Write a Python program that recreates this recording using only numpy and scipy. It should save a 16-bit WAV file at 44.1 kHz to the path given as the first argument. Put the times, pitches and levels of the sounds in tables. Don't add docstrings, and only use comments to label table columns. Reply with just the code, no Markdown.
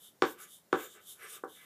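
import sys
import numpy as np
from scipy import signal
from scipy.fft import rfft, irfft
from scipy.io import wavfile
from scipy.ndimage import uniform_filter1d

SR = 44100
rng = np.random.default_rng(int(sys.argv[2]) if len(sys.argv) > 2 else 0)


def level_to_linear(level):
    exponent = np.asarray(level, float) / 20
    return 10 ** exponent


def inscribe(sig):
    pcm = np.round(np.clip(np.atleast_2d(sig).T, -1, 1) * 32767)
    wavfile.write(sys.argv[1], SR, pcm.astype(np.int16))


N = 72765


def rms_one(x):
    return x / np.sqrt(np.mean(x ** 2) + 1e-20)


def ring(clicks, hz, t60):
    r, w = level_to_linear(-60 / (t60 * SR)), 2 * np.pi * hz / SR
    return signal.lfilter([0, np.sin(w)], [1, -2 * r * np.cos(w), r * r], clicks + 1e-18)


def resonate(x, hz, width_hz):
    r = np.exp(-np.pi * width_hz / SR)
    poles = [1, -2 * r * np.cos(2 * np.pi * hz / SR), r * r]
    return signal.lfilter([(1 - r * r) / 2, 0, (r * r - 1) / 2], poles, x)


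def band(x, hz, width_hz):
    return rms_one(resonate(resonate(x, hz, width_hz), hz, 2 * width_hz))


def bank(x, rows):
    out = 0
    for k, (hz, width_hz, db) in enumerate(rows):
        out = out + (-1) ** k * level_to_linear(db) * resonate(x, hz, width_hz)
    return rms_one(out)


def butter(x, order, hz, kind="low"):
    return signal.sosfilt(signal.butter(order, hz, kind, fs=SR, output="sos"), x)


# (frequency [Hz], level [dB])
AIR_COLOUR = [(24, -44), (40, -9.5), (93, 0), (359, 0), (548, -2), (1380, -9.5), (1860, -10), (2510, -15),
              (15500, -14)]
AIR_DB = -68
HUM_HZ, HUM_WIDTH_HZ, HUM_DB = 182, 50, -79.5


def floor():
    hz = np.maximum(np.fft.rfftfreq(N, 1 / SR), 20)
    points = np.array(AIR_COLOUR)
    shape = level_to_linear(np.interp(np.log(hz), np.log(points[:, 0]), points[:, 1]))
    air = rms_one(irfft(rfft(rng.standard_normal(N)) * shape, N))
    hum = band(rng.standard_normal(N), HUM_HZ, HUM_WIDTH_HZ)
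    return level_to_linear(AIR_DB) * air + level_to_linear(HUM_DB) * hum


GRAINS_PER_S, GRAIN_SPREAD_DB, FLICKER_DB = 9000, 2, -0.5


def grains():
    sizes = level_to_linear(GRAIN_SPREAD_DB * np.minimum(rng.exponential(1, N), 5)) * rng.choice([-1, 1], N)
    flicker = rms_one(uniform_filter1d(rng.standard_normal(N), size=400))
    breaks = rng.random(N) < GRAINS_PER_S / SR
    return rms_one(sizes * breaks * level_to_linear(FLICKER_DB * flicker))


def swell(middle, half):
    distance = np.abs((np.arange(N) / SR - middle) / half)
    return level_to_linear(-np.minimum(6 * distance ** 2.5, 200))


# (middle [s], half length [s], level [dB], chatter centre [Hz], low thud share [dB])
DRAGS = [
    (0.047, .05, -76, 1380, -0.5),
    (0.417, 0.053, -57, 1420, -11),
    (0.81, 0.054, -51, 1600, 0),
    (0.974, 0.031, -60.5, 1600, -5),
    (1.125, 0.081, -74.5, 1400, -3),
    (1.244, 0.039, -49.5, 1750, -11),
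    (1.353, 0.035, -56.5, 1330, -7.5),
    (1.628, 0.057, -59.5, 1960, -21),
]
# (frequency [Hz], level [dB], t60 [s])
PANEL = [(332.4, -15.5, 0.3), (356.7, -4, 0.35), (444.7, -6, 0.18), (535, -21, .24), (617.3, -14.5, 0.092),
         (771.8, -2, 0.17), (1035, -17.5, .15), (1176, 1, 0.088), (1311, -3, 0.2), (1489, -11.5, 0.21),
         (1600, -14.5, 0.33), (1721, -15, 0.31), (2026, -12.5, .1), (2285, -14, .1)]
CHATTER_WIDTH_HZ = 650
EDGE_HZ, EDGE_WIDTH_HZ, EDGE_DB = 2600, 980, -7


def drags():
    grit, body, out = grains(), 0, 0
    for k, (hz, db, _) in enumerate(PANEL):
        body = body + (-1) ** k * level_to_linear(0.25 * db) * resonate(grit, hz, 30 + 0.017 * hz)
    thud = rms_one(resonate(resonate(body, 420, 220), 400, 260))
    upper = butter(body, 4, 950, "high")
    edge = level_to_linear(EDGE_DB) * band(grains(), EDGE_HZ, EDGE_WIDTH_HZ)
    for middle, half, db, hz, thud_db in DRAGS:
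        chatter = rms_one(rms_one(resonate(upper, hz, CHATTER_WIDTH_HZ)) + edge)
        out = out + level_to_linear(db) * swell(middle, half) * (chatter + level_to_linear(thud_db) * thud)
    return out


# (middle [s], half length [s], hiss level [dB], stick ring level [dB], brightest hiss [Hz])
STROKES = [(0.049, 0.043, -57.5, -60.5, 10900), (.262, 0.031, -65, -63, 7500),
           (0.305, 0.029, -53, -62.5, 13000), (0.422, .028, -51.5, -63.5, 11100),
           (0.533, 0.046, -56, -62.5, 10000), (0.746, 0.015, -65.5, -53, 7090),
           (0.824, 0.044, -50.5, -56.5, 13700), (0.933, 0.036, -59, -62, 7650),
           (1.032, 0.026, -65, -68, 12000), (1.104, 0.035, -49.5, -55.5, 10650),
           (1.231, 0.051, -62, -80, 10450), (1.322, 0.036, -50, -59, 9440), (1.362, 0.018, -55, -62, 10970),
           (1.444, 0.007, -66, -76.5, 9700), (1.493, 0.013, -67.5, -70, 11000),
           (1.553, 0.048, -59.5, -61.5, 11000), (1.645, 0.032, -64.5, -68, 11200)]
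# (frequency [Hz], width [Hz], level [dB])
STICK_BEND = [(3013, 250, 1), (3633, 210, 4)]
# (frequency [Hz], width [Hz], level [dB])
STICK_HIGH = [(6260, 4300, 1), (7780, 1300, 7.5), (9070, 850, 5.5), (12000, 3100, 5), (14500, 2800, 2)]
BRIGHT_DB, BRIGHT_WIDTH_HZ = -1, 2200


def strokes():
    grit, finer, out = grains(), grains(), 0
    bend = bank(resonate(resonate(grit, 3400, 1100), 3400, 1300), STICK_BEND)
    high = bank(grit, STICK_HIGH)
    for middle, half, hiss_db, ring_db, hz in STROKES:
        bright = band(finer, hz, BRIGHT_WIDTH_HZ)
        hiss = rms_one(high + level_to_linear(BRIGHT_DB) * bright)
        out = out + swell(middle, half) * (level_to_linear(hiss_db) * hiss + level_to_linear(ring_db) * bend)
    return out


# (time [s], strength [dB], contact cut-off [Hz], stick tick level [dB], frame thump level [dB])
TAPS = [
    (.2214, -12, 2770, -23, -39.5),
    (0.728, -14, 2040, -30, -40),
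    (1.4361, -28.5, 1570, -72, -79),
]
MODE_SPREAD_DB = 1.2


def struck(modes, column, soft, turn_hz=0):
    out = np.zeros(N)
    for tap in TAPS:
        click = np.zeros(N)
        click[int(tap[0] * SR)] = level_to_linear(tap[column])
        order, cut_hz = (5, tap[2]) if soft else (1, 3.4 * tap[2])
        click = butter(click, order, cut_hz)
        for k, (hz, db, t60) in enumerate(modes):
            side = np.sign(hz - turn_hz) if turn_hz else (-1) ** k
            rung = ring(click, hz, min(t60, 0.09 + 70 / hz))
            if turn_hz:
                rung = ring(rung, hz, t60) * 2 * np.e * np.log(1000) / (t60 * SR)
            out += side * level_to_linear(db + MODE_SPREAD_DB * rng.standard_normal()) * rung
    return out


# (frequency [Hz], level [dB], t60 [s])
KNOCK = [(356, -4, 0.02), (446.6, -1.5, 0.014), (1113, -5, 0.0067), (1501, -5.5, 0.0064)]


def knock():
    return struck(KNOCK, column=1, soft=True, turn_hz=700)


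# (frequency [Hz], level [dB], t60 [s])
TICK = [(2156, -2, 0.0075), (2524, -2, 0.012), (3085, 6.5, 0.0024), (3685, 0, 0.0099), (4310, -1.5, 0.0041),
        (5550, -6.5, 0.0034), (13000, -12.5, .002)]


def tick():
    return struck(TICK, column=3, soft=False)


CRUMBLE_DB, CRUMBLE_T60_S, CRUMBLE_HZ, CRUMBLE_WIDTH_HZ = -16.5, 0.047, 4500, 6000


def crumble():
    t, fading = np.arange(N) / SR, 0
    for tap in TAPS:
        since = t - tap[0]
        fading = fading + (since > 0) * level_to_linear(tap[3] + CRUMBLE_DB - 60 * np.maximum(since, 0) / CRUMBLE_T60_S)
    grit = resonate(grains(), CRUMBLE_HZ, CRUMBLE_WIDTH_HZ)
    return fading * rms_one(resonate(grit, CRUMBLE_HZ, CRUMBLE_WIDTH_HZ))


def panel_ring():
    return level_to_linear(-13.5) * struck(PANEL, column=1, soft=True)


# (frequency [Hz], level [dB], t60 [s])
THUMP = [(45, -13, .35), (62, -12, 0.1), (110.3, -7.5, 0.2), (180, 2.5, 0.13)]


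def thump():
    return struck(THUMP, column=4, soft=True)


# (middle [s], half length [s], level [dB], frequency [Hz], width [Hz])
SQUEALS = [(0.263, 0.039, -59.5, 6200, 2530), (0.274, 0.019, -57, 13300, 1500),
           (0.432, 0.018, -59, 6760, 700), (0.821, 0.064, -60, 7133, 558.5), (0.98, 0.042, -86, 7140, 700),
           (1.237, 0.03, -59, 11570, 904), (1.243, 0.015, -57, 8630, 794), (1.288, 0.074, -66.5, 5650, 596),
           (1.326, 0.026, -58.5, 9040, 700), (1.336, 0.051, -63, 2620, 510),
           (1.344, 0.025, -66, 11600, 1200)]


def squeals():
    grit, out = grains(), 0
    for middle, half, db, hz, width_hz in SQUEALS:
        out = out + level_to_linear(db) * swell(middle, half) * band(grit, hz, width_hz)
    return out


ROOM_T60_S, ROOM_HIGH_T60_S, ROOM_HIGH_DB = 0.22, 0.21, -1
WALL_S, NEAR_DB, ECHO_DB = 0.0095, -15, 6.5


def room(x):
    t = np.arange(SR // 2) / SR
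    low = butter(rng.standard_normal(len(t)), 2, 2500)
    high = butter(rng.standard_normal(len(t)), 2, 2500, "high")
    tail = low * level_to_linear(-60 * t / ROOM_T60_S) + high * level_to_linear(ROOM_HIGH_DB - 60 * t / ROOM_HIGH_T60_S)
    tail = tail * np.where(t < WALL_S, level_to_linear(NEAR_DB) * (t > 0.001), 1)
    tail[int(WALL_S * SR) + 30] += level_to_linear(ECHO_DB)
    return signal.fftconvolve(x, 0.059 * tail)[:N]


RADIATES_ABOVE_HZ = 393
ROOM_DB, ROOM_STROKE_DB = -4.5, -11


def scene():
    air = floor()
    writing = drags() + strokes() + squeals()
    landing = butter(knock() + tick() + crumble(), 2, RADIATES_ABOVE_HZ, "high")
    panel = butter(panel_ring(), 2, RADIATES_ABOVE_HZ, "high") + thump()
    wet = room(level_to_linear(ROOM_DB) * landing + level_to_linear(ROOM_STROKE_DB) * writing)
    return (landing + panel + writing + wet + air)[None]


def top_cut(x):
    return signal.sosfilt(signal.butter(12, 16340, fs=SR, output="sos"), x)


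def record(dry):
    x = butter(dry, 2, 85, "high")
    x = signal.sosfilt(signal.ellip(10, 0.5, 60, 15330, fs=SR, output="sos"), x)
    return top_cut(x)


dry = scene()
out = record(dry)
inscribe(out)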